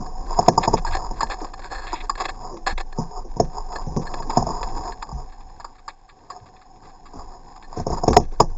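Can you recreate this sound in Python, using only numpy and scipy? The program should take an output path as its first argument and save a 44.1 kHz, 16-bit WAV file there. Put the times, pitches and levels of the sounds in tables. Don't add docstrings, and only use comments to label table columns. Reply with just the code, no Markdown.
import sys
import numpy as np
from scipy import signal
from scipy.fft import rfft, irfft, next_fast_len
from scipy.io import wavfile
from scipy.ndimage import uniform_filter1d, map_coordinates

SR = 44100
rng = np.random.default_rng(int(sys.argv[2]) if len(sys.argv) > 2 else 0)


def volts_from_decibels(level):
    exponent = np.asarray(level, float) / 20
    return 10 ** exponent


def to_wav(sig):
    pcm = np.clip(np.atleast_2d(sig), -1, 1) * 32767
    pcm = np.round(pcm).astype(np.int16)
    wavfile.write(sys.argv[1], SR, pcm.T)


N = 377937


def unit(x):
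    return x / np.sqrt(np.mean(x ** 2) + 1e-20)


def curves(rows):
    s, *cols = np.transpose(rows)
    return [np.interp(np.arange(N) / SR, s, c) for c in cols]


def wobble(rate_hz):
    knots = rng.standard_normal(int(N * rate_hz / SR) + 4)
    return map_coordinates(knots, [np.arange(N) * rate_hz / SR])


def filtered(x, response):
    m = next_fast_len(len(x) + SR // 2)
    return irfft(rfft(x, m) * response(np.fft.rfftfreq(m, 1 / SR)), m)[:len(x)]


def band(x, low_hz, high_hz):
    return signal.sosfilt(signal.butter(4, [low_hz, high_hz], "bandpass", fs=SR, output="sos"), x)


def coloured(spectrum):
    f, db = np.transpose(spectrum)
    return unit(filtered(rng.standard_normal(N), lambda hz: volts_from_decibels(np.interp(np.log(hz + 1), np.log(f), db))))


def resonant(x, peaks):
    def response(f):
        total = 0
        for k, (hz, width_hz, db) in enumerate(peaks):
            damping = 1j * f * width_hz
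            total = total + (-1) ** k * volts_from_decibels(db) * damping / (hz * hz - f * f + damping)
        return total
    return filtered(x, response)


def gritty(grit_db, rate_hz):
    return rng.standard_normal(N) * volts_from_decibels(grit_db * wobble(rate_hz))


# t/s, level/dB
GRIP = [(0.0, -35.5), (0.81, -37.5), (1.6, -43), (2.1, -41), (2.53, -39.5), (2.74, -48), (3.7, -40),
        (3.98, -35.5), (4.46, -35), (4.75, -31), (4.94, -39), (6.01, -53.5), (6.3, -48), (7.81, -44),
        (7.95, -36), (8.07, -30), (8.19, -52.5), (8.57, -45.5)]


def grip_level():
    return curves(GRIP)[0]


# f/Hz, width/Hz, level/dB
HUM = [(750.5, 81, 0)]


def hum():
    noise = rng.standard_normal(N)
    return volts_from_decibels(grip_level() - 6) * unit(resonant(resonant(noise, HUM), HUM))


# t/s, level/dB
WATER = [(0.0, -33.5), (0.31, -25.5), (0.55, -37.5), (0.83, -23.5), (1.65, -39.5), (1.72, -31),
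         (2.6, -38.5), (2.79, -23), (2.89, -33.5), (4.77, -28.5), (5.06, -42.5), (5.13, -35), (6.32, -58),
         (7.16, -44.5), (7.21, -36), (7.49, -49), (7.9, -31), (8.57, -26)]
# f/Hz, level/dB per Hz
SWAY = [(7, -44.5), (14, -13.5), (21, 11.5), (28, -3.5), (40, -7.5), (60, -19), (130, -86)]


def water_sway():
    sway_db, = curves(WATER)
    rock = coloured(SWAY)
    steady = np.sqrt(uniform_filter1d(rock ** 2, size=SR // 6) + 0.08)
    return volts_from_decibels(sway_db + 2.5) * unit(rock / steady)


def wash():
    kicks, t = np.zeros(N), np.arange(SR // 2) / SR
    for s, db, _, thud_db, _ in BEATS + JOLTS:
        kicks[round(s * SR)] = volts_from_decibels(db + thud_db - 11)
    decay_s = 0.027
    return np.abs(signal.fftconvolve(kicks, np.exp(-t / decay_s))[:N])


# f/Hz, level/dB per Hz
RUMBLE = [(30, -65), (60, -3), (110, -5), (190, -9), (300, -8.5), (520, -10.5), (650, -23), (1200, -77.5)]


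def rumble(catch):
    churn = volts_from_decibels(-49 + grip_level() + 42.5) + wash()
    return churn * unit(volts_from_decibels(1.8 * wobble(14) + 1.6 * catch) * coloured(RUMBLE))


# middle t/s, level/dB, share on metal/dB, half length/s
STROKES = [(3.297, -64, -31, .06), (8.334, -47, -16, 0.018), (8.425, -37.5, -17, 0.029),
           (0.01, -38, -46, 0.094), (0.386, -32, -19, 0.14), (0.673, -32.5, -15.5, 0.069),
           (0.975, -33.5, -24, 0.1), (1.29, -41.5, -17.5, 0.17), (1.434, -36, -16, 0.043),
           (1.648, -39.5, -6, 0.031), (1.85, -44, -8.5, 0.11), (2.043, -42.5, -9.5, 0.032),
           (2.226, -35, -11, 0.042), (2.47, -35.5, -30, 0.044), (3.008, -34, -32.5, 0.044),
           (3.159, -39.5, -42, 0.062), (3.426, -39, -16.5, 0.053), (3.586, -33, -26.5, 0.068),
           (3.758, -34.5, -26, 0.053), (4.123, -37, -19.5, 0.091), (4.345, -32, -16, 0.045),
           (4.54, -30, -25, 0.12), (4.708, -51, -6.5, 0.097), (4.873, -33.5, -19.5, 0.051),
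           (5.195, -40.5, -25, 0.056), (6.343, -46, -27, 0.14), (7.181, -38.5, -44, 0.047),
           (7.36, -46, -47, 0.043), (7.783, -40, -12, 0.05), (7.93, -35.5, -20, 0.052),
           (8.156, -31, -23, 0.018), (8.51, -53, -14, 0.01)]


def strokes():
    s, db, metal_db, half_s = np.transpose(STROKES)[:, :, None]
    t = np.arange(0, N, SR // 200) / SR
    bells = volts_from_decibels(db) * np.exp(-np.square((t - s) / half_s))
    shell, metal = curves(np.transpose([t, bells.sum(axis=0), (volts_from_decibels(metal_db) * bells).sum(axis=0)]))
    return shell, metal + volts_from_decibels(-63 + 0.49 * (grip_level() + 41.5))


# f/Hz, width/Hz, level/dB
RUSTLE = [(334, 28, -17.5), (414, 43, -7.5), (725.4, 37, 0.5), (879, 136, -0.5), (1078, 145, -9)]
# f/Hz, width/Hz, level/dB
BED = [(350, 52, -15), (757, 56, 0), (862, 86, 1), (1130, 60, -7.5)]
# f/Hz, width/Hz, level/dB
RASP = [(934, 109, 4.5), (1090, 103.4, 0), (1234, 56, -11)]
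# f/Hz, width/Hz, level/dB
GRAZE = [(1550, 120, -1.5), (1804, 140, 1.5), (1890, 410, -5), (2690, 390, -10.5)]


def rubbing(catch):
    shell, metal = strokes()
    hold = volts_from_decibels(grip_level() - 8.5)
    force = volts_from_decibels(2.54 * catch) * gritty(2.38, 150)
    rustle = volts_from_decibels(4) * shell * unit(resonant(force, RUSTLE))
    bed = volts_from_decibels(-1) * hold * unit(resonant(force, BED))
    hardness = (volts_from_decibels(47) * shell + volts_from_decibels(43.5) * hold) ** 1.154
    rasp = volts_from_decibels(-45.5) * hardness * unit(resonant(force, RASP))
    graze = volts_from_decibels(-1) * metal * unit(volts_from_decibels(1.6 * catch) * resonant(gritty(4.5, 200), GRAZE))
    return band(rustle + bed + rasp, 90, 1650) + graze


def handling():
    catch = wobble(28)
    return water_sway() + rumble(catch) + rubbing(catch)


# t/s, level/dB, f/Hz, length/s
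BUMPS = [(0.002, -24.5, 187, 0.01), (0.395, -30, 150, .015), (0.575, -30, 170, .012),
         (0.745, -23.5, 165, 0.018), (0.867, -25.5, 59, 0.035), (0.93, -27, 60, .02),
         (1.414, -26, 290, 0.0095), (1.93, -27, 311, 0.006), (2.507, -31, 327, 0.026),
         (2.712, -25.5, 46, 0.023), (2.72, -29, 201, 0.005), (3.241, -36, 327, 0.013),
         (3.427, -24, 43, 0.015), (3.87, -24, 75, 0.012), (3.9, -24, 50, .012), (4.27, -32, 230, .015),
         (4.47, -29, 230, .015), (5.12, -24, 48, 0.031), (5.12, -27, 130, 0.021), (5.452, -45, 46, 0.033),
         (6.405, -41, 90, 0.018), (7.138, -36, 245, 0.019), (7.165, -35.5, 63, 0.021),
         (7.777, -22, 89, 0.015), (7.893, -25, 52, 0.026), (8.079, -19, 62, 0.04), (8.32, -42, 300, .01),
         (8.416, -30, 73, 0.04)]


def bumps():
    out, t = np.zeros(N + SR), np.arange(SR // 3) / SR
    for s, db, hz, length_s in BUMPS:
        u = t / length_s
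        swing = np.sin(2 * np.pi * hz * (t + 0.3 * length_s * (1 - np.exp(-u))))
        churn = band(rng.standard_normal(3 * len(t)), 0.6 * hz, 1.7 * hz)[-len(t):]
        out[round(s * SR):][:len(t)] += volts_from_decibels(db + 5) * u * np.exp(-u) * (swing + volts_from_decibels(-4) * unit(churn))
    return out[:N]


# t/s, level/dB, bright edge/dB, length/s
CLINKS = [(0.91, -35, 11, 0.013), (1.2047, -19, -3, 0.023), (1.267, -29, 1.5, 0.0044),
          (1.718, -28.5, -7, 0.017), (1.866, -29.5, 3, 0.012), (2.003, -35.5, 15.5, 0.012),
          (2.095, -20.5, -3.5, 0.0098), (2.152, -21.5, -1, 0.0043), (2.239, -33, 13.5, 0.0038),
          (2.262, -32, -4, 0.0058), (2.9244, -28.5, 4, 0.0041), (4.065, -26, -5.5, 0.012),
          (4.919, -29.5, 0.5, 0.0099), (5.0215, -24.5, 6, 0.0074), (5.319, -42.5, -1, 0.02),
          (5.879, -32.5, 7, 0.018), (6.299, -32.5, -2, 0.018), (7.623, -39.5, 3.5, 0.021),
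          (8.077, -25.5, 2, 0.013), (8.129, -15, -2.5, 0.0046), (8.164, -23, -1, 0.0042),
          (8.4, -22.5, 4.5, 0.0027), (0.489, -23, 8, .003)]
# t/s, level/dB, bright edge/dB
SCUFFS = [(0.06, -38, -1), (0.4612, -31, 7), (0.4798, -32.5, 5), (1.443, -32, 5), (1.5337, -31.5, 7.5),
          (1.919, -36, 4), (2.176, -28.5, 3), (2.205, -43, 9), (2.244, -35, 11), (2.776, -29, 16.5),
          (3.396, -29, 1.5), (3.722, -37.5, 8), (3.756, -26, 3), (4.137, -27, 5), (4.222, -31, 1),
          (4.3, -24.5, 3.5), (4.373, -38, 3), (4.627, -24.5, 9.5), (4.851, -44, -18), (5.6454, -36.5, 0.5),
          (8.399, -35, 6)]
# t/s, level/dB
TICKS = [(0.7427, -44), (0.845, -47.5), (1.401, -46), (2.342, -52), (2.567, -47), (3.646, -60),
         (4.014, -45.5), (4.18, -48), (5.288, -53.5), (5.404, -51), (5.6, -46), (5.748, -52.5),
         (5.782, -51), (6.089, -44.5), (6.458, -49.5), (6.561, -52.5), (6.613, -48.5), (6.755, -59),
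         (6.829, -52), (6.853, -51), (6.891, -52), (7.235, -58.5), (7.054, -44), (7.559, -48.5),
         (8.2, -50.5), (8.235, -52.5), (8.314, -51), (8.337, -57)]
# t/s, level/dB, body/dB, bright edge/dB, length/s
DRAGS = [(0.628, -26.5, 10, 10, 0.028), (1.296, -26, 4, 2, 0.038), (1.574, -43, 4, 3.5, 0.0089),
         (0.765, -36.5, 15, 8, 0.028), (1.699, -35.5, 3.5, -5, 0.12), (1.782, -50, 9, -4, 0.052),
         (1.865, -42.5, 2, 12.5, 0.051), (1.92, -43, 3, 12.5, 0.084), (2.182, -48.5, 0, 12, 0.015),
         (8.406, -44, 19, 6, 0.024), (2.6626, -15, 2.5, 1, 0.02), (2.686, -26.5, 3, -0.5, 0.04),
         (7.164, -67, 31, 1, 0.057)]
# middle t/s, level/dB, body/dB, bright edge/dB, half length/s
SWELLS = [(0.875, -23, 1.5, -3.5, .014), (0.934, -27.5, -1, 6, 0.011), (0.951, -24.5, 11, 7, 0.0053),
          (0.969, -28, 17, 11.5, 0.0029), (2.805, -32, 11, 10, 0.01), (8.232, -53.5, -10, 1, 0.023),
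          (1.34, -36, 9.5, 1, 0.0083), (1.595, -39.5, 13, 6, 0.0056), (1.752, -32, -14, -2, 0.0063),
          (1.78, -45, -16, -4, 0.0057), (1.844, -37.5, 8.5, 3, 0.017), (1.655, -39.5, 5, -4, 0.012),
          (1.9, -45.5, -6, 4, .02), (1.963, -49.5, -1, 14, 0.023), (1.174, -48, -9, 10, 0.011),
          (2.212, -27.5, 12.5, 6.5, 0.014), (2.257, -20.5, 5.5, 8.5, 0.0052),
          (2.293, -22, 1.5, 5.5, 0.0099), (4.51, -53, 4, 9, 0.021), (7.197, -73, 24, -4, 0.015),
          (7.325, -58, 19.5, 3, 0.025), (7.984, -47.5, 23, 3, 0.012), (8.138, -34, 18, -1, 0.011)]
# f/Hz, width/Hz, level/dB
METAL = [(1400, 250, -18), (1655, 45, 0), (1770, 55, -1)]
# f/Hz, width/Hz, level/dB
EDGE = [(2015, 200, -5), (2256, 94, -2.5), (2542, 230, -3.5), (2986, 490, -16)]
# f/Hz, width/Hz, level/dB
SCUFF = [(343, 43, -5), (531, 76, -6), (766, 76, 2), (950, 254, -2.5), (1137, 161, 0)]
# f/Hz, width/Hz, level/dB
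LOOSE = [(1150, 77, 9), (760, 72, -12)]


def scrapes():
    grip, t = np.zeros((4, N + SR)), np.arange(SR // 8) / SR
    contacts = [(s, db, 0.5, edge_db, length_s) for s, db, edge_db, length_s in CLINKS]
    contacts += [(s, db, 10.5, edge_db, 0.0075) for s, db, edge_db in SCUFFS]
    contacts += [(s, db, -3.5, 9.5, 0.015) for s, db in TICKS]
    for rows, stop, bite in ((contacts, 1.6, 1.2), (DRAGS, 4.5, 0.3)):
        onset = (1 - np.exp(-t / 0.0021)) * (1 + bite * np.exp(-t / 0.00058))
        for s, db, body_db, edge_db, length_s in rows:
            drag = np.exp(-(t / length_s) ** stop) * onset
            level = volts_from_decibels(db + np.array([[-5], [edge_db - 12.5], [body_db - 5.5]]))
            grip[:3, round(s * SR):][:, :len(t)] += level * drag
    middle = t[-1] / 2
    for s, db, body_db, edge_db, half_s in SWELLS:
        bell = np.exp(-np.abs((t - middle) / half_s) ** 2.7)
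        level = volts_from_decibels(db + np.array([[-5], [edge_db - 15], [body_db - 8.5]]))
        grip[:3, round((s - middle) * SR):][:, :len(t)] += level * bell
    for s, db in TICKS:
        grip[3, round(s * SR):][:len(t)] += volts_from_decibels(db + 0.5) * np.exp(-t / 0.014) * (1 - np.exp(-t / 0.001))

    happens = rng.random((3, N)) < 1700 / SR
    jerks = happens * rng.uniform(-0.83, 1, (3, N)) * volts_from_decibels(0.65 * wobble(140))
    jerks[:, [round((row[0] + 0.0015) * SR) for row in contacts + DRAGS]] = 0.76
    out = np.zeros(N)
    for force, gain, body in zip([*jerks, jerks[2]], grip, (METAL, EDGE, SCUFF, LOOSE)):
        out += resonant(force * gain[:N], body) / np.std(resonant(force[:SR], body))
    return out


def ring(modes, t, favour_hz, focus_db):
    hz, db, t60_s = np.transpose(modes)[:, :, None]
    chance = rng.standard_normal(hz.shape)
    level_db = db + 1.5 * chance - focus_db * np.abs(np.log2(hz / favour_hz))
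    detuned_hz = hz * (1 + 0.016 * chance[::-1])
    return np.sum(volts_from_decibels(level_db - 60 * t / t60_s) * np.sin(2 * np.pi * detuned_hz * t), axis=0)


# f/Hz, level/dB, t60/s
SHELL = [(715, 9.5, 0.024), (773, -10.5, 0.034), (822, -10.5, 0.055), (914.5, 7, 0.028),
         (1132.3, -7.5, 0.047), (1110, -6.5, 0.045)]
# f/Hz, level/dB, t60/s
FRAME = [(138.5, -4.5, 0.17), (167.5, -7.5, 0.25), (230, -4, 0.11), (350.3, -7, 0.091), (433.5, 3, 0.052),
         (520, -3.5, 0.071)]


def blow(hz, thud_hz, push_s, low_hz, high_hz):
    t = np.arange(SR // 8) / SR
    early = t[:SR // 14]
    u = early / push_s
    rough = rng.standard_normal(len(u))
    judder = volts_from_decibels(-29.5) * np.minimum(u, 1) * np.exp(-early / 0.023) * rough
    push = u ** 3 * np.exp(-1.7 * u) * rough + judder
    shove = volts_from_decibels(-12.5) * np.exp(-((u - 1.5) / 0.22) ** 2) + 0.3 * push
    chord = ring(SHELL, t, hz, focus_db=30)
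    clean = chord * (1 - np.exp(-t / (1.44 * push_s))) ** 2
    juddered = signal.fftconvolve(chord, push)[:len(t)]
    high = band(unit(clean) + volts_from_decibels(-3.5) * unit(juddered), low_hz, high_hz)
    low = band(signal.fftconvolve(ring(FRAME, t, thud_hz, focus_db=7), shove)[:len(t)], 110, 574)
    return high / np.abs(high).max(), low / np.abs(low).max()


# t/s, level/dB, ring f/Hz
TAPS = [(0.848, -14.5, 910), (0.921, -19, 950), (1.205, -14.5, 1110), (1.929, -12.5, 950),
        (1.937, -16, 950), (2.094, -9.5, 1130), (2.199, -16.5, 1110), (5.025, -19.5, 1090),
        (5.598, -28, 910), (5.643, -24, 1170), (5.878, -21, 1110), (6.085, -47, 1150), (6.3, -25.5, 1200)]
# t/s, level/dB, ring f/Hz, thud/dB, thud f/Hz
JOLTS = [
    (2.982, -20, 970, 2.5, 230),
    (3.363, -26, 790, -1, 230),
    (3.866, -51, 950, 23.5, 160),
    (3.965, -20, 1000, 4.5, 230),
    (4.465, -15.5, 724, -10.5, 230),
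    (7.769, -35, 747, 11.5, 430),
    (7.968, -22.5, 930, -19, 300),
    (8.104, -19, 810, 5, 371),
    (8.195, -19.5, 720, -11, 400),
]
# t/s, level/dB, ring f/Hz, thud/dB, thud f/Hz
BEATS = [(0.386, -0.5, 777, -16, 403), (0.423, -20, 950, -19.5, 398), (0.479, 4.5, 715, -11, 346),
         (0.485, -17.5, 750, -3, 334), (0.574, -1, 908, -15.5, 327), (0.674, -4, 828, -11, 327),
         (0.728, -18, 950, -10, 390), (0.735, -4, 876, -8, 417), (1.106, -22.5, 840, -6, 305),
         (1.227, -8.5, 975, -19.5, 300), (2.426, -29.5, 760, -12, 330), (3.397, -4.5, 700, -4.5, 370),
         (4.198, -20, 930, -10.5, 298), (4.293, -15.5, 940, -20, 298), (4.369, -3.5, 704, -10, 230),
         (4.421, -11.5, 710, -15, 230), (4.5, -14, 1026, -15.5, 230), (4.849, -21, 760, -33, 302),
         (5.086, -25, 1060, -16, 300), (5.112, -25.5, 990, -30, 159), (7.724, -23.5, 1070, -34, 300),
         (7.795, -18.5, 720, -9, 230), (7.864, -14, 760, -3, 520), (7.899, -21, 755, -2.5, 398),
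         (7.925, -14.5, 736, -8.5, 350), (8.032, -10.5, 690, -10.5, 350), (8.076, -5, 820, -1, 418),
         (8.164, 6, 745, -10, 440), (8.32, -41, 800, -1, 357), (8.399, 2.5, 840, -10, 420)]


def blows():
    out = np.zeros(N + SR)
    rows = [(*r, 0.001845, 600, 1181) for r in BEATS]  # push/s, ring band/Hz
    rows += [(*r, 0.0022, 600, 1181) for r in JOLTS]
    rows += [(s, db, hz, -38.5, 300, 0.0005, 0.738 * hz, 1450) for s, db, hz in TAPS]
    for s, db, hz, thud_db, thud_hz, push_s, low_hz, high_hz in rows:
        high, low = blow(hz, thud_hz, push_s, low_hz, high_hz)
        out[round(s * SR):][:len(high)] += volts_from_decibels(db) * high + volts_from_decibels(db + thud_db + 5.5) * low
    return out[:N]


def scene():
    return np.tile(hum() + handling() + bumps() + scrapes() + blows(), (2, 1))


def top_cut(x):
    return signal.sosfilt(signal.butter(12, 8320, fs=SR, output="sos"), x)


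def record(dry):
    step_hz = 6000
    x = np.clip(dry[0] + volts_from_decibels(-62.5) * rng.standard_normal(N), -1.4, 1.4)
    x = filtered(x, lambda hz: np.clip(1 - (hz / (step_hz / 2)) ** 12.6, 0, 1))
    count = N * step_hz // SR
    samples = np.interp(np.arange(count) * SR / step_hz, np.arange(N), np.clip(x, -1.1, 1.1))
    steps = np.repeat(samples, 8)
    held = signal.resample_poly(steps, SR // 300, 8 * step_hz // 300)
    held = np.pad(held, (0, N))[:N] + volts_from_decibels(-70.5) * rng.standard_normal(N)

    def edge(hz):
        return volts_from_decibels(np.interp(hz, [7640, 7640, 8250, 8450, 9000], [-1.0, -14, -32, -57.5, -120]))

    x = np.clip(filtered(held, edge), -1, 1)
    z = signal.stft(x, nperseg=2048)[2]
    patches = unit(uniform_filter1d(rng.standard_normal(z.shape), size=40, axis=0))
    differs = (patches > 1.5) * rng.standard_normal(z.shape)
    apart = signal.istft(z * differs, nperseg=2048)[1][:N]
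    return top_cut(x + volts_from_decibels(-19) * np.array([apart, -apart]))


dry = scene()
out = record(dry)
to_wav(out)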